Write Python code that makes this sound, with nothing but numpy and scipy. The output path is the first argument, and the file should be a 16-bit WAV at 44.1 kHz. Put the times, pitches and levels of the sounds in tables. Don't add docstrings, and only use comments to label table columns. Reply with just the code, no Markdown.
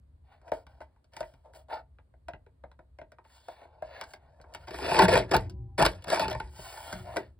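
import sys
import numpy as np
from scipy import signal
from scipy.fft import rfft, irfft, next_fast_len
from scipy.io import wavfile

SR = 44100
rng = np.random.default_rng(int(sys.argv[2]) if len(sys.argv) > 2 else 0)


def int16_out(signal):
    q = np.round(np.clip(np.atleast_2d(signal).T, -1, 1) * 32767)
    wavfile.write(sys.argv[1], SR, q.astype(np.int16))


def ratio_of_db(decibels):
    return 10 ** (np.asarray(decibels, float) / 20)


N = 325899

# time in seconds, pressure in dB, speed in dB of
# brightness per range, pitch of the free edge in Hz, its overtone in Hz.
BLADE_STROKES = [
    [(4.668, -65, 6, 800, 2000), (4.678, -37.5, -0.5, 770, 2020), (4.7, -53.5, 2, 596, 1985),
     (4.745, -37.5, 2, 370, 1650), (4.775, -48.5, 4.5, 458, 2174), (4.84, -32.5, 1.5, 363, 2510),
     (4.95, -27, 2.5, 885, 2610), (4.985, -20, -1, 885, 2170), (5.052, -23.5, 2.5, 794, 1584),
     (5.07, -46.5, 1, 400, 1575)],
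    [(5.074, -44.5, -19, 500, 2244), (5.084, -18.5, 0.5, 492, 2180), (5.105, -29, 1.5, 940, 1683),
     (5.13, -19.5, 0.5, 446, 1700), (5.19, -27, 2, 745, 2250), (5.212, -35, 1, 422, 2210),
     (5.276, -59.5, 1, 394, 1700), (5.306, -48, -0.5, 397, 1690)],
    [(5.305, -58, -3, 500, 2170), (5.313, -17.5, 1.5, 530, 2230), (5.33, -28, -2.5, 660, 1450),
     (5.348, -17, 2, 602, 1470), (5.37, -38, -3, 480, 2180), (5.41, -57, 6, 402, 2040),
     (5.5, -66, -2.5, 370, 2040)],
    [(5.777, -26.5, -0.5, 894, 2080), (5.787, -29.5, 3.5, 477, 2117), (5.812, -18.5, -1, 650, 1350),
     (5.829, -27.5, 3.5, 910, 1450), (5.842, -32, 0, 1020, 2240), (5.854, -21.5, 5, 1130, 2150),
     (5.871, -32.5, 1, 544, 1530), (5.895, -51, 6, 766, 1740), (6.04, -62.5, -1, 480, 3400)],
    [(6.04, -45.5, 9, 690, 1950), (6.056, -51, -5, 670, 1490), (6.084, -34.5, 2, 577, 1650),
     (6.135, -27.5, 2.5, 640, 1820), (6.185, -33.5, 1.5, 1040, 2470), (6.225, -27.5, 1.5, 850, 2580),
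     (6.27, -43.5, 0, 930, 2580), (6.325, -35.5, -3, 670, 1900), (6.386, -60.5, 4.5, 890, 2000),
     (6.5, -59.5, 3, 880, 1830)],
]
BLADE_RANGES_DB = [2, -6, -8.5, -19]


def blade_shear():
    edge = [(s, hz, over) for rows in BLADE_STROKES for s, db, bright, hz, over in rows]
    return rubbing(BLADE_STROKES, edge, BLADE_RANGES_DB, column=2, per_s=2500, grain_db=1.0, judder_db=1.16,
                   wander_db=1.33, favour_db=10.0, over_db=6.5, under_db=1.5, spread=1.12, trim_db=-6.0)


# time in seconds, peak in dB, tick in dB above it, table thud in dB,
# pitch in Hz.
SLIPS = [(4.708, -32.5, -6.5, -62, 396), (4.786, -28, -10, -59.5, 815), (4.82, -28, -11.5, -55, 372),
         (4.891, -36.5, -15.5, -47, 372), (4.915, -14, -18, -46, 880), (4.944, -15, -17.5, -58, 885),
         (4.99, -9, -5.5, -42.5, 885), (4.994, -8.5, -14, -33, 860), (5.021, -12.5, -6.5, -38, 880),
         (5.036, -18, -10.5, -48.5, 378), (5.049, -17, -13, -45, 880), (5.082, -11, -17.5, -40.5, 470),
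         (5.114, -26, -9.5, -47, 487), (5.123, -24, -9.5, -30.5, 500), (5.143, -22.5, -6.5, -42, 493),
         (5.155, -11, -15, -44, 865), (5.161, -20.5, -25.5, -42, 794), (5.176, -14.5, -8, -29.5, 470),
         (5.293, -45, -5, -59.5, 312), (5.312, -20, -19, -41.5, 530), (5.337, -11.5, -22, -43, 814),
         (5.352, -15.5, -47, -21.5, 640), (5.343, -13, -10, -45, 870), (5.365, -19.5, -2.5, -39, 473),
         (5.78, -21.5, -11, -51, 910), (5.788, -12, -44.5, -42, 488), (5.804, -19, -32, -29, 650),
         (5.81, -16, -15.5, -44.5, 690), (5.817, -14, -12, -46, 760), (5.824, -12.5, -6, -23.5, 890),
         (5.85, -14.5, -18, -34.5, 1130), (5.862, -12.5, 0, -28.5, 535)]
# time in seconds, peak in dB, tick in dB above it,
# table thud in dB, pitch in Hz.
RATCHET = [(6.071, -32.5, -15, -39, 530), (6.082, -30, -4, -37.5, 580), (6.101, -22.5, -1, -61, 557),
           (6.131, -24.5, -4, -58, 617), (6.12, -25.5, -14, -63, 620), (6.145, -23.5, -5, -54, 736),
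           (6.169, -25, -14, -62, 910), (6.195, -20, 0.5, -49, 704), (6.204, -25.5, -3, -54, 655),
           (6.216, -27, -15, -59, 910), (6.229, -34, -3, -52, 720), (6.244, -34, -3, -60, 700),
           (6.254, -26, -26, -46, 930), (6.281, -27, -2.5, -54, 393), (6.299, -37, -2, -60, 690),
           (6.307, -33.5, -2, -60, 710), (6.312, -32.5, 4, -57, 710), (6.328, -38, 4, -60.5, 690),
           (6.349, -24, -17, -33, 890), (6.4, -24.5, -11.5, -53, 840)]


def blade_slips():
    return knocks(SLIPS + RATCHET, column=2, crack=5.05, rattle=0.57, t60=0.046, rasp_db=-4.5, hiss_db=-4.5,
                  favour_db=11.5, over_db=-0.5, spread=1.25, place_db=2.0, trim_db=-4, thud_db=51.5)


# time in seconds, peak in dB, tick
# in dB above it, table thud in dB, pitch in Hz.
TAPS = [(.518, -25.5, -15.5, -37, 560), (.667, -53, -2, -47, 910), (.805, -47, -13.5, -66, 650),
        (.815, -44.5, -13, -70, 865), (1.166, -39.5, -0.5, -49, 813), (1.206, -34, -7, -38, 630),
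        (1.229, -46, -9, -46, 885), (2.284, -34.5, -10, -59, 635), (2.335, -39.5, -26, -37.5, 672),
        (2.638, -42.5, -25, -45, 650), (2.791, -44.5, -24, -46, 643), (2.987, -43, -18.5, -56, 690),
        (3.015, -43, -20, -44, 610), (3.484, -38.5, -11, -52, 670), (3.823, -40, -14, -42, 650),
        (4.012, -36, 2, -69, 950), (4.03, -43.5, -13, -70, 717), (4.136, -41.5, 0, -82, 753),
        (4.538, -54.5, 10.5, -70, 690), (4.548, -38, 1, -71, 744), (4.677, -47, -16, -60, 694),
        (6.59, -39, -46, -34, 168), (6.927, -33.5, -2, -32, 217), (7.14, -40, -58, -52, 690),
        (7.161, -30.5, -13, -65, 640), (7.168, -25, -3.5, -64, 680), (7.18, -32, -26, -65.5, 396),
        (.332, -77, -4, -73, 720), (.415, -60, -10, -64, 1027), (0.48, -49.5, -11, -66, 558),
           (.962, -64.5, -22, -89, 930), (1.043, -70.5, 4, -64, 624), (1.135, -57, 2, -58, 577),
           (1.338, -54.5, -4.5, -48, 225), (1.536, -61.5, 1, -77, 890), (1.549, -66, 7, -69, 900),
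           (1.986, -52.5, -30, -80, 785), (2.139, -55.5, -36, -79, 687), (2.464, -53, -18, -61, 514),
           (2.715, -58.5, -3, -66, 960), (3.119, -50.5, -4.5, -71, 560), (3.185, -50, -21, -80, 935),
           (3.25, -53, -38, -82, 860), (3.617, -50, -27, -77, 725), (3.652, -51, -29, -71, 645),
           (4.038, -50.5, 6, -69, 960), (4.157, -72, -17, -76, 845), (4.4, -49.5, -33, -44.5, 563),
           (4.414, -64.5, 10.5, -76, 890), (4.441, -50, -26, -75, 895), (5.497, -59.5, 10.5, -38.5, 372),
           (5.95, -78, 13, -77.5, 3500), (6.011, -83, 7, -80, 3500), (6.023, -76, 19.5, -76.5, 3500),
           (6.042, -68, 0, -61, 677), (6.404, -43, -12, -28.5, 840)]


def finger_taps():
    return knocks(sorted(TAPS), column=4, crack=9.3, rattle=0.81, t60=0.064, rasp_db=-2.5, hiss_db=-7.5,
                  favour_db=11.0, over_db=4.0, spread=1.53, place_db=2.17, trim_db=-4.0, thud_db=45.5)


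def nudge(start, rise, fall, db, bright):
    return [(start, db - 15, bright), (start + rise, db, bright), (start + rise + fall, db - 24, bright)]


# start in seconds, rise in seconds, fall in seconds, pressure in dB,
# brightness in dB per range.
NUDGES = [(0.238, 0.094, 0.11, -71, -2), (0.423, 0.074, .005, -59, -7), (0.529, 0.0038, 0.11, -58.5, 0.5),
          (.68, 0.013, 0.32, -70.5, -2), (0.819, 0.0034, 0.04, -68, -0.5), (1.117, 0.09, 0.014, -60, -0.5),
          (1.22, 0.025, 0.2, -67.5, 0.5), (1.436, 0.014, 0.18, -63.5, -19),
          (1.529, 0.027, 0.089, -62.5, 1.5), (1.682, 0.0044, 0.065, -52.5, -12),
          (1.694, 0.039, 0.088, -42, -4), (3.239, 0.13, 0.16, -70, 3), (3.4, 0.11, 0.15, -71.5, 3.5),
          (3.5, 0.14, 0.066, -61.5, -7.5), (3.67, 0.069, 0.31, -64.5, -8.5),
          (3.819, 0.18, 0.098, -53.5, -1.5), (4.05, 0.06, 0.074, -67.5, 3), (4.14, 0.14, 0.17, -68.5, -5),
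          (4.36, 0.16, 0.055, -63, -12.5), (4.52, 0.11, 0.12, -64.5, 0.5), (7.039, 0.05, 0.063, -49, -11)]
# time in seconds, pressure in dB, speed in dB of brightness per range.
DRAW = [
    (6.49, -76, 2.5),
    (6.624, -55, 2),
    (6.802, -56.5, 2.5),
    (6.934, -54.5, 2),
    (7.054, -68, 2),
    (7.186, -61, 1.5),
    (7.252, -67, -2),
    (7.36, -108, 4),
]
# time in seconds, pitch of its free part in Hz, its overtone in Hz.
PHOTO_PLACES = [(0.3, 825, 1500), (0.55, 625, 1490), (0.82, 885, 1530), (1.2, 640, 1500), (1.55, 553, 3970),
                (1.69, 830, 1560), (1.8, 870, 1560), (3.3, 970, 4700), (3.6, 864, 4730), (3.9, 640, 1650),
                (4.1, 840, 1700), (4.55, 706, 1980), (6.55, 900, 2600), (6.71, 1040, 2600),
                (6.8, 890, 1050), (6.9, 640, 1050), (7.0, 550, 1560), (7.089, 640, 1520), (7.25, 600, 1690)]
SLIDE_RANGES_DB = [0.5, -6, -5.5, -11.5]


def photo_slide():
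    slides = [nudge(*row) for row in NUDGES] + [DRAW]
    return rubbing(slides, PHOTO_PLACES, SLIDE_RANGES_DB, column=3, per_s=3500, grain_db=-1.5, judder_db=0.7,
                   wander_db=2.5, favour_db=4.5, over_db=3.5, under_db=3.5, spread=1.64, trim_db=4.0)


BRIGHT_STEPS = [0.0, 0.9, 2.1, 3.7]
JUDDER_SHARES = [0.77, 1.2, 0.66, 0.44]


def rubbing(strokes, place, ranges_db, column, per_s, grain_db, judder_db, wander_db, favour_db, over_db, under_db,
            spread, trim_db):
    t = np.arange(N) / SR
    gains = np.zeros((4, N))
    for rows in strokes:
        s, pressure, bright = np.transpose(rows)[:3]
        levels = pressure + np.c_[ranges_db] + np.c_[BRIGHT_STEPS] * bright
        edge = np.clip(np.minimum((t - s[0]) / 0.0036, (s[-1] - t) / 0.0066), 0, 1)
        gains += edge * ratio_of_db([np.interp(t, s, level) for level in levels])

    sizes = ratio_of_db(grain_db * np.minimum(rng.exponential(1, N), 4)) * rng.standard_normal(N)
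    sparse = rms_one(sizes * (rng.random(N) < per_s / SR))
    grains = rms_one(sparse + 0.9 * rng.standard_normal(N))
    sway = drift(52) + 2.0 * drift(73, count=4)
    judder = rms_one(ratio_of_db(judder_db * np.c_[JUDDER_SHARES] * sway))

    hz = np.array(BASE)[:, :1]
    s, *pitches = np.transpose(place)
    near = [np.exp(-(np.log2(hz / np.interp(t, s, p)) / 0.13) ** 2) for p in pitches]
    contact_db = wander_db * drift(2.37, count=len(BASE)) * np.clip(1500 / hz, 0.3, 1)
    contact_db += favour_db * near[0] + over_db * near[1]
    octaves_below = np.log2(np.interp(t, s, pitches[0]) / hz)
    contact_db -= under_db * np.clip(octaves_below - 0.3, 0, 2)
    return ratio_of_db(trim_db) * base(gains * grains * judder, column, contact_db, spread=spread)


def knocks(events, column, crack, rattle, t60, rasp_db, hiss_db, favour_db, over_db, spread, place_db, trim_db,
           thud_db):
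    forces, push = np.zeros((4, N)), np.zeros(N)
    t = np.arange(6000) / SR
    noise = rng.standard_normal((len(events), len(t)))
    places = rng.standard_normal((len(events), len(BASE)))

    octaves = np.log2(np.array(BASE)[:, 0] / np.array(events)[:, 4:])
    shares_db = place_db * places + favour_db * np.exp(-(octaves / 0.26) ** 2)
    shares_db += over_db * np.exp(-((octaves - np.log2(2.34)) / 0.073) ** 2)
    latest = np.searchsorted([e[0] for e in events], np.arange(N) / SR + 0.00099) - 1

    for (s, peak, tick, thud, hz), grit in zip(events, noise):
        at = round(s * SR)
        levels = peak + np.array([0, rasp_db + 0.32 * tick, tick, tick + hiss_db])
        shorter = (0.99, 1.0, 0.82, 0.32)
        sharp = (0.92, 1.13, 0.75, 0.62)
        for force, db, short, hit in zip(forces, levels, shorter, sharp):
            burst = rattle * grit * ratio_of_db(-60 * t / (t60 * short)) * np.minimum(t / 0.0017, 1)
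            burst[[0, 31, 95]] += crack * hit * np.array([0.6, 1, 0.45])
            force[at:at + len(t)] += ratio_of_db(db) * burst[:N - at]
        push[at] = ratio_of_db(thud + thud_db)

    forces[:2] = band(forces[0], 40, 1700), band(forces[1], 400, 3900)
    push = band(push, 25, 210)
    table = 1.1 * resonate(push, 51, 13) + 0.53 * resonate(push, 130, 22) + 0.5 * resonate(push, 78, 8.9)
    return ratio_of_db(trim_db) * base(forces, column, shares_db.T[:, latest], spread=spread), table


# frequency in Hz, width in Hz, level in dB under the blade,
# in dB under the photo, in dB under a finger.
BASE = [(130.7, 8.3, -10.5, -29, -22), (168, 48, -4.5, -31, -16), (215, 7.9, -5.5, -21, -8),
        (274, 26, -5.5, -13.5, -7), (372.3, 27.4, 6, -9, -1), (488, 78, -1.5, -5, -6),
        (640, 66.6, 3.5, 1, 0.5), (825, 87, -4.5, -4, -7.5), (885, 27.6, 4.5, 3, 1.5),
        (984, 128, -3.5, -8, -6.5), (1130, 80, -5, -16, -21.5), (1444, 140, -7, -18, -4.5),
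        (1575, 144, -4.5, -16, 3.5), (1700, 218, -5.5, -16, -1.5), (2010, 420, -10.5, -22.5, -2),
        (2140, 160, -8.5, -21.5, 0.5), (2337, 310, -12.5, -29, -9.5), (2580, 220, -10, -24.5, -13.5),
        (2935, 220, -13.5, -5.5, -3.5), (3400, 270, -6, 2.5, -26), (3625, 940, -9.5, 1, 0),
        (3974, 240, -6.5, 1, 4.5), (4700, 1040, -9, -2, 3), (5246, 980, -9.5, -1.5, -0.5),
        (6201, 820, -10, -4, -5), (8400, 12000, -6.5, -1.5, 5), (11900, 8300, -7, -6, -24),
        (14970, 1200, -21, -16, -16)]
# lowest in Hz, highest in Hz.
BANDS_HZ = [(100, 1230), (1230, 2700), (2700, 6200), (6200, 16400)]


def base(forces, column, contact_db, spread=1):
    out = 0
    click = np.eye(1, 8192)[0]
    for force, (low, high) in zip(forces, BANDS_HZ):
        modes = [(k, m[0], m[1] * spread, ratio_of_db(m[column]) * (-1) ** k)
                 for k, m in enumerate(BASE) if low < m[0] < high]
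        ring = sum(g * resonate(click, hz, width) for k, hz, width, g in modes)
        driven = sum(g * resonate(force * ratio_of_db(contact_db[k]), hz, width) for k, hz, width, g in modes)
        out = out + driven / np.sqrt(np.sum(ring ** 2))
    return out


# frequency in Hz, level in dB, t60 in seconds.
ARM_MODES = [(91, -13, 1.6), (116, -11, 1.4), (183.8, -8, 0.66), (290, -14, 0.62), (331, -29, 1.8),
             (368, -19, 1.1), (553, -34.5, 1.3), (680, -35.5, 0.8), (794, -40.5, 2.4), (991, -40.5, 1.3)]
# time in seconds, level in dB.
ARM_BLOWS = [
    (5.028, -28),
    (5.349, -35.5),
    (5.852, -47.5),
    (6.201, -38.5),
    (6.932, -45),
]


def arm():
    blows = np.zeros(N)
    for s, db in ARM_BLOWS:
        blows[round(s * SR)] = ratio_of_db(db)
    wobble = 4.8 * drift(10.0, count=len(ARM_MODES))
    out = 0
    for (hz, db, t60), sway in zip(ARM_MODES, wobble):
        width = np.log(1000) / (np.pi * t60)
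        out = out + ratio_of_db(db + sway) * SR / (np.pi * width) * resonate(blows, hz, width)
    return out


def scatter(x):
    paths = rng.standard_normal((2, 1500)) * ratio_of_db(-60 * np.arange(1500) / SR / 0.0082)
    paths /= np.linalg.norm(paths, axis=1, keepdims=True)
    return ratio_of_db(-11) * signal.fftconvolve(band(x, 7800, 20000)[None], paths, axes=1)[:, :N]


# time in seconds, level in dB.
RUMBLE = [(0.0, -54.5), (0.33, -62.5), (0.659, -54.5), (0.99, -62.5), (2.1, -59), (2.25, -55.5),
          (3.54, -63), (3.95, -58), (4.47, -59), (4.73, -47.5), (5.061, -37), (5.3, -50.5), (5.58, -43.5),
          (6.13, -53.5), (6.28, -40), (6.63, -51.5), (6.77, -56), (7.2, -53.5)]
# frequency in Hz, level in dB per Hz.
RUMBLE_TONE = [(15, -45), (25, -4), (49, -8.5), (66, 5), (97, -8), (128, -10.5), (177, -21.5), (227, -32),
               (260, -13), (340, -48), (570, -120)]


def rumble():
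    s, db = np.transpose(RUMBLE)
    low = rms_one(band(shape(rng.standard_normal(N), on_log_hz(RUMBLE_TONE)), 30, 210))
    return low * ratio_of_db(np.interp(np.arange(N) / SR, s, db) - 1.5 + 1.1 * drift(1.0)[0])


def room(x):
    t60_s, wall_cut_hz = 0.23, 1650
    size = next_fast_len(N + SR)
    turn = 2j * np.pi * np.arange(size // 2 + 1) / size
    z = np.exp(-turn)
    dull = np.exp(-2 * np.pi * wall_cut_hz / SR)
    out = np.zeros((2, len(z)), complex)
    for k, lag in enumerate((rng.uniform(0.008, 0.03, 12) * SR).astype(int)):
        loop = ratio_of_db(-60 * lag / SR / t60_s) * (1 - dull) / (1 - dull * z) * np.exp(-lag * turn)
        out[k % 2] += loop / (1 - loop) * (-1) ** (k // 2)
    return irfft(out * rfft(x, size), size)[:, :N]


# frequency in Hz, level in dB per Hz.
AIR_TONE = [(120, -32), (200, -2), (647, -8), (749, -13), (968, -13), (2750, -28), (4430, -27), (5940, -41),
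            (8580, -29), (16000, -46)]


def still_air():
    return ratio_of_db(-77) * rms_one(shape(rng.standard_normal((2, N)), on_log_hz(AIR_TONE)))


# frequency in Hz, lead of the left in radians.
PORT_PHASE = [(0, 0), (260, -0.5), (600, -0.8), (860, -0.5), (1460, -0.3), (2150, 0.6), (2760, 2.3),
              (3100, 1.9), (3620, 0.9), (4050, 0.7), (4480, 0.9), (5680, 2.9), (6800, 3.8), (8270, 6.1),
              (9560, 6.4), (11800, 9.2), (13700, 10.1), (14600, 12.3), (16200, 12.8)]
# frequency in Hz, left minus right in dB.
PORT_BALANCE = [(60, 0.5), (110, 1.0), (200, 0.5), (380, 2.0), (700, 2.5), (1290, 0.0), (2380, 0.0),
                (4400, 0.0), (8120, 0.0), (15000, 0.0)]


def ports(x):
    hz, radians = np.transpose(PORT_PHASE)
    lead = np.interp(np.fft.rfftfreq(N, 1 / SR), hz, radians)
    balance = on_log_hz(PORT_BALANCE)
    return np.array([shape(x, balance / 2, lead / 2), shape(x, -balance / 2, -lead / 2)])


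def rms_one(x):
    return x / np.sqrt(np.mean(x ** 2) + 1e-30)


def band(x, low_hz, high_hz):
    return signal.sosfilt(signal.butter(2, [low_hz, high_hz], "band", fs=SR, output="sos"), x)


def shape(x, db, radians=0):
    return irfft(rfft(x) * ratio_of_db(db) * np.exp(1j * radians), N)


def on_log_hz(points):
    hz, value = np.transpose(points)
    return np.interp(np.log(np.fft.rfftfreq(N, 1 / SR) + 1), np.log(hz + 1), value)


def drift(rate, count=1):
    r = np.exp(-64 * np.pi * rate / SR)
    chance = rng.standard_normal((count, N // 32 + 1002))
    slow = signal.lfilter([1], [1, -2 * r, r * r], chance)[:, 1000:]
    return np.array([np.interp(np.arange(N) / 32, np.arange(len(v)), rms_one(v)) for v in slow])


def resonate(x, hz, width_hz):
    r = np.exp(-np.pi * width_hz / SR)
    poles = [1, -2 * r * np.cos(2 * np.pi * hz / SR), r * r]
    return signal.lfilter([(1 - r * r) / 2, 0, (r * r - 1) / 2], poles, x + 1e-18)


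def scene():
    taps, tap_thuds = finger_taps()
    slips, slip_thuds = blade_slips()
    trimmer = taps + slips + blade_shear() + photo_slide()
    wet = room(band(trimmer, 190, 16000))
    close = trimmer + ratio_of_db(-14.5) * wet[0] + arm() + tap_thuds + slip_thuds + rumble()
    wide = ratio_of_db(-11.5) * band(wet, 1800, 17000)
    return ports(close) + wide + scatter(trimmer) + still_air()


def band_limit(x):
    return signal.sosfilt(signal.butter(12, 16640, fs=SR, output="sos"), x)


def record(dry):
    no_top = signal.sosfilt(signal.cheby2(12, 60, 16700, fs=SR, output="sos"), dry)
    mix = signal.sosfilt(signal.butter(8, 36, "high", fs=SR, output="sos"), no_top)
    return band_limit(mix)


dry = scene()
out = record(dry)
int16_out(out)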